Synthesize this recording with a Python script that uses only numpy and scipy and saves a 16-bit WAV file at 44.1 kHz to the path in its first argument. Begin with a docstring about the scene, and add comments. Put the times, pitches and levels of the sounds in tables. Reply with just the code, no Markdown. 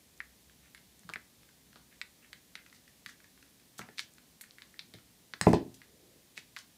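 """Dry taps sound on a cloth-covered wooden table, first from a cork a kitten bats about, later paw taps
and clicks: their modes are so damped that they last only a few cycles. Paws pat, claws tick, dragged
things scuff by stick-slip friction, and blows ring the modes of the board. The kitten walks into a small
bottle, which clicks, topples with a thump, bounces once and rolls. A quiet furnished room answers
briefly over a faint hiss and drone."""
import sys
import numpy as np
from scipy import signal
from scipy.fft import rfft, irfft, next_fast_len
from scipy.io import wavfile

SR = 44100
rng = np.random.default_rng(int(sys.argv[2]) if len(sys.argv) > 2 else 0)


def unload_audio(sound):
    """Save the sound as a 16-bit wav file, at the path given as the first command line argument."""
    columns = np.transpose(np.atleast_2d(sound))
    # keep every value between -1 and 1, then stretch to whole-number steps
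    steps = np.round(np.clip(columns, -1, 1) * 32767)
    wavfile.write(sys.argv[1], SR, steps.astype(np.int16))


N = 298557


def taps():
    """Impacts on the table make dry taps: first from the batted cork, later paw taps and clicks."""
    # Each row: start in seconds, level in dB, pitch in Hz, relative snap and claw tick levels in dB.
    contacts = [(0.2036, -25, 1880, -24, -42), (0.7478, -39.5, 1900, -11, -11),
                (1.0913, -32.5, 1380, -14.5, -19), (1.0981, -37, 1230, -8.5, -17),
                (1.1366, -25.5, 2290, -20, -17), (1.1585, -25.5, 1780, -19, -41),
                (1.7584, -46.5, 1340, -5.5, -25), (2.0148, -23.5, 2260, -10.5, -22),
                (2.3305, -34.5, 2030, -9, -15), (2.5542, -30, 2120, -9.5, -17),
                (3.0616, -30, 1960, -10, -16.5), (3.092, -38.5, 1830, -32, -22),
                (3.7927, -32, 1400, -11, -14.5), (3.8164, -35.5, 2130, -19, -29),
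                (3.888, -42, 1820, -17, -23), (3.9828, -28.5, 2590, -6, -25),
                (3.9935, -22.5, 2280, -4.5, -22), (4.411, -39.5, 2200, -8.5, -10),
                (4.584, -39.5, 1960, -14, -18), (4.6205, -38.5, 2106, -5, -18),
                (4.793, -33, 2600, -1, -16.5), (4.9387, -42.5, 2320, -2.5, -7.5),
                (5.3368, -27.5, 1740, -10.5, -24.5), (5.8172, -40.5, 2005, -13.5, -20),
                (6.3771, -27.5, 2370, -12.5, -20), (6.5643, -30, 2190, -13, -18),
                (6.5691, -34, 1450, -8.5, -21)]
    out = np.zeros(N)
    for start, db, pitch_hz, snap_db, tick_db in contacts:
        wet_db = -11.5 - 0.44 * (db + 33)  # fainter taps lie farther off and are wetter
        add(out, start, amp(db) * in_room(dry_tap(pitch_hz, snap_db, tick_db), wet_db))
    return out


def dry_tap(pitch_hz, snap_db, tick_db):
    """Heavy damping ends a tap within a few cycles of its main mode and of a higher snap."""
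    t = clock(.03)
    hardness = amp(snap_db)  # a soft contact has little snap and leaves a longer, purer tone
    body = blip(t, pitch_hz, cycles=0.98 + 0.4 * np.exp(-hardness / 0.15))
    snap = hardness * amp(10) * blip(t, hz=3800, cycles=0.83)
    tick = amp(tick_db) * band(rng.standard_normal(len(t)), 6800, octaves=0.68) * np.exp(-t / 0.0016)
    direct = body + snap + tick
    # early reflections from the tabletop and its clutter colour each tap differently
    clutter = rng.standard_normal(len(t)) * t * np.exp(-t / 0.0029)
    reflections = signal.fftconvolve(direct, unit(clutter) / np.sqrt(len(t)))[:len(t)]
    struck = direct + amp(-6.5) * reflections
    return butterworth(struck, 0.42 * pitch_hz, "high", order=3)  # a small source radiates little bass


def bottle():
    """Impacts excite the modes of the bottle's hard shell, which clicks as it tips, lands and bounces."""
    # Each row: start in seconds, peak level in dB, gain of the modes below 2500 Hz in dB.
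    knocks = [(5.4126, -13, -2), (5.428, -40.5, -22.5), (5.4916, -33, -6.5), (5.5319, -22.5, 2.5),
              (5.5483, -35.5, -4)]
    # Each row: mode frequency in Hz, level in dB, time to decay by 60 dB in seconds.
    modes = [(1186, -1, 0.0028), (1762, -1.5, 0.0079), (3400, -12.5, 0.0041), (4900, -4, 0.0036),
             (6540, -13, 0.0094), (8140, -6, 0.0054), (11500, -18.5, .004)]
    out, t = np.zeros(N), clock(.05)
    for start, db, low_db in knocks:
        ring = sum(damped_mode(t, hz, level + low_db * (hz < 2500), t60) for hz, level, t60 in modes)
        crack = amp(-11.5) * band(rng.standard_normal(len(t)), 4500, octaves=0.99) * np.exp(-t / 0.0015)
        click = (ring + crack) * (1 - np.exp(-t / 0.00014))
        add(out, start, amp(db) * in_room(crest(click), wet_db=-9.5))
    return out


def tabletop():
    """Paws, cork and bottle excite the modes of one board; soft contacts reach only the low ones."""
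    # Each row: start in seconds, gain in dB, cutoff in Hz (lower for a softer contact).
    blows = [(1.042, -31.5, 205), (1.0927, -39, 1190), (1.099, -36, 1190), (1.159, -36, 1230),
             (1.758, -42, 1170), (2.554, -45, 1070), (3.058, -34, 232), (3.792, -30.5, 1080),
             (3.802, -27, 250), (3.8868, -36.5, 1050), (4.94, -35.5, 724), (4.942, -26, 140),
             (5.3368, -38.5, 1220), (5.409, -16, 210), (5.4681, 2.5, 1147), (5.5326, -3.5, 1160),
             (6.378, -41, 1126)]
    # Each row: mode frequency in Hz, level in dB, time to decay by 60 dB in seconds before added damping.
    modes = [(68.3, -42, 0.37), (94.9, -32, 0.21), (122.6, -20.5, 0.18), (177.3, -17.5, 0.17),
             (204.7, -15, 0.11), (237.1, -19, 0.24), (265, -30, 0.41), (280.6, -23.5, 0.21),
             (317.7, -17.5, .16), (341.7, -23, .25), (403.7, -26, 0.21), (421.4, -14.5, 0.077),
             (478, -35.5, 0.2596), (588, -38.5, 0.31), (641, -18, 0.058), (689, -32.5, 0.16),
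             (749, -3.5, 0.015), (850, -17, .035), (920, -32.5, 0.12), (998, -24, 0.078),
             (1466, -19, 0.064)]
    free_damping, rest_damping, rebound_db = 2.8, 30, -24  # damping in 1/s
    out, t = np.zeros(N), clock(.7)
    ring = sum(damped_mode(t, hz, db, t60) for hz, db, t60 in modes) * (1 - np.exp(-t / 0.0013))
    for start, db, cutoff_hz in blows:
        # light things stay on the board and damp it, heavy blows rebound
        damping = free_damping + rest_damping / (1 + amp(db - rebound_db) ** 2)
        thump = butterworth(ring * np.exp(-damping * t), cutoff_hz, "low", order=12)
        # the board's slowest motions push hardly any air, and a resting weight stops them first
        thump = butterworth(thump, 58 + 2.2 * damping, "high", order=3)
        add(out, start, amp(db) * in_room(thump, wet_db=-16))
    return out


def paws():
    """A soft impact on cloth makes a burst of noise: the pad pats and the weave crackles under it."""
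    # Each row: start in seconds, peak level in dB.
    steps = [(0.496, -49.5), (.777, -48), (1.033, -53.5), (1.432, -51.5), (1.489, -51.5), (1.729, -50.5),
             (2.662, -45), (2.727, -43.5), (2.878, -48.5), (3.202, -47), (3.242, -47), (3.376, -54),
             (3.426, -46), (3.597, -56), (4.182, -47), (4.438, -44), (4.741, -47.5), (4.950, -47),
             (4.985, -48.5)]
    out, t = np.zeros(N), clock(.03)
    envelope = t * np.exp(-t / 0.0012)
    for start, db in steps:
        pad, weave = rng.standard_normal((2, len(t)))
        rub = band(pad, 1810, octaves=0.46) + amp(-6.5) * band(weave, 4200, octaves=0.6)
        add(out, start, amp(db) * in_room(crest(rub * envelope), wet_db=-7.5))
    return out


def claws():
    """A brief contact makes a high transient: claw tips tick faintly on their own."""
    # Each row: start in seconds, level in dB, pitch in Hz.
    ticks = [(.1775, -44, 7000), (0.9939, -40.5, 7600), (2.6994, -46.5, 4240), (4.1375, -42, 7700),
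             (4.5092, -38, 4190)]
    out = np.zeros(N)
    for start, db, pitch_hz in ticks:
        add(out, start, amp(db) * in_room(blip(clock(.01), pitch_hz, cycles=0.83), wet_db=-13))
    return out


def scuffs():
    """Stick-slip friction: paws, cork and the bottle's rim drag over cloth and paper in tiny slips."""
    # Each row: start in seconds, length in seconds, level in dB, centre frequency in Hz.
    drags = [(0.625, 0.054, -66.5, 1900), (1.908, 0.03, -64, 2000), (2.216, 0.043, -63, 2050),
             (2.555, 0.047, -58.5, 2000), (2.734, 0.037, -61.5, 4480), (3.069, 0.049, -56, 4320),
             (3.775, 0.024, -48.5, 6000), (3.778, 0.062, -55.5, 1190), (3.971, 0.048, -47, 3900),
             (4.409, 0.014, -46.5, 9600), (5.411, 0.13, -53, 5500), (5.465, 0.009, -34.5, 1653),
             (5.535, 0.014, -39.5, 2900), (5.741, 0.012, -52.5, 5500), (6.356, 0.049, -53.5, 3480),
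             (6.57, 0.039, -52, 4200)]
    # Each row: centre frequency in Hz, band width in octaves.
    widths = [(1200, .9), (2000, .48), (3800, .9), (6000, .85), (9600, 0.52)]
    out = np.zeros(N)
    for start, length, db, centre_hz in drags:
        t = clock(length)
        slips = rng.standard_normal(len(t)) * amp(11 * rng.standard_normal(len(t)))
        stroke = band(slips, centre_hz, along(widths, centre_hz)) * np.sin(np.pi * t / length)
        add(out, start, amp(db) * in_room(stroke, wet_db=-5))
    return out


def bottle_roll(start=5.8, length=0.46):
    """Rolling noise: the fallen bottle's hollow rumble on the cloth swells and fades."""
    out, t = np.zeros(N), clock(length)
    rumble = band(rng.standard_normal(len(t)), 414, octaves=0.41)
    add(out, start, amp(-67.5) * rumble * np.sin(np.pi * t / length))
    return out


def in_room(x, wet_db):
    """Reverberation adds a diffuse tail, new for each sound, in which the treble dies first."""
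    # Each row: frequency in Hz, reverberation time in seconds.
    decay_times = [(150, 0.37), (600, 0.31), (2000, 0.22), (5000, .2), (12000, 0.097)]
    hz, t, spectra = signal.stft(rng.standard_normal(SR // 2), SR, nperseg=256)
    decay = amp(-60 * t / along(decay_times, hz)[:, None])
    tail = signal.istft(spectra * decay, SR, nperseg=256)[1]
    tail *= 1 - np.exp(-np.arange(len(tail)) / SR / 0.0065)  # the reflections build up
    response = amp(wet_db) * tail / np.linalg.norm(tail)
    response[0] += 1  # direct sound
    return signal.fftconvolve(x, response)


def room_tone():
    """Ambient noise: steady broadband hiss and rumble, with a narrow low drone that sinks away."""
    # Each row: frequency in Hz, relative spectral density in dB.
    spectrum = [(15, -37.5), (25, -21.5), (55, -9.5), (96, -4.5), (164, -2), (267, -2.5), (359, -8.5),
                (741, -14.5), (826, -15.5), (1410, -19.5), (1800, -16), (2770, -16.5), (3530, -14.5),
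                (13500, -18.5), (15500, -20.5)]
    # Each row: time in seconds, level of the drone in dB.
    drone_levels = [(0, -73), (1.1, -74), (1.4, -79), (6.701, -83)]
    hush = unit(filtered(rng.standard_normal(N), lambda hz: amp(along(spectrum, hz))))
    drone = band(rng.standard_normal(N), 63, octaves=0.13)
    drone_db = np.interp(np.arange(N) / SR, *np.transpose(drone_levels))
    return amp(-63) * hush + amp(drone_db) * drone


def damped_mode(t, hz, db, t60):
    """Free vibration: a sine that decays by 60 dB in t60 seconds."""
    return amp(db - 60 * t / t60) * np.sin(2 * np.pi * hz * t)


def blip(t, hz, cycles):
    """A heavily damped mode that peaks after the given cycles and soon dies."""
    age = t * hz / cycles
    return age ** 2 * np.exp(2 * (1 - age)) * np.sin(2 * np.pi * hz * t)


def filtered(x, response):
    """Linear filtering: the spectrum of x times a function of frequency."""
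    size = next_fast_len(2 * len(x))
    return irfft(rfft(x, size) * response(np.fft.rfftfreq(size, 1 / SR)), size)[:len(x)]


def band(x, centre_hz, octaves):
    """x through a bell-shaped band, at rms 1."""
    return unit(filtered(x, lambda hz: np.exp(-.5 * (np.log2((hz + 1) / centre_hz) / octaves) ** 2)))


def butterworth(x, cutoff_hz, kind, order):
    """x through a maximally flat low-pass or high-pass."""
    return signal.sosfilt(signal.butter(order, cutoff_hz, kind, fs=SR, output="sos"), x)


def along(points, hz):
    """Interpolation of (Hz, value) points on a logarithmic frequency axis."""
    frequencies, values = np.transpose(points)
    return np.interp(np.log(hz + 1), np.log(frequencies + 1), values)


def amp(db):
    """Decibels to gain."""
    return 10 ** (np.asarray(db) / 20)


def unit(x):
    """x at rms 1."""
    return x / np.sqrt(np.mean(x ** 2) + 1e-20)


def crest(x):
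    """x at peak 1."""
    return x / np.max(np.abs(x))


def clock(length):
    """Sample times over a length in seconds."""
    return np.arange(int(length * SR)) / SR


def add(track, start, sound):
    """Mix a sound into the track at a start in seconds."""
    part = track[max(round(start * SR), 0):][:len(sound)]
    part += sound[:len(part)]


def scene():
    """Superposition: the sounds on the table and the room tone sum in one channel."""
    mix = taps() + paws() + claws() + scuffs() + tabletop() + bottle() + bottle_roll() + room_tone()
    return mix[None]


def record(dry):
    """Band limiting: an ideal low-pass removes everything above 15600 Hz."""
    return np.array([filtered(channel, lambda hz: hz < 15600) for channel in dry])


dry = scene()
out = record(dry)
unload_audio(out)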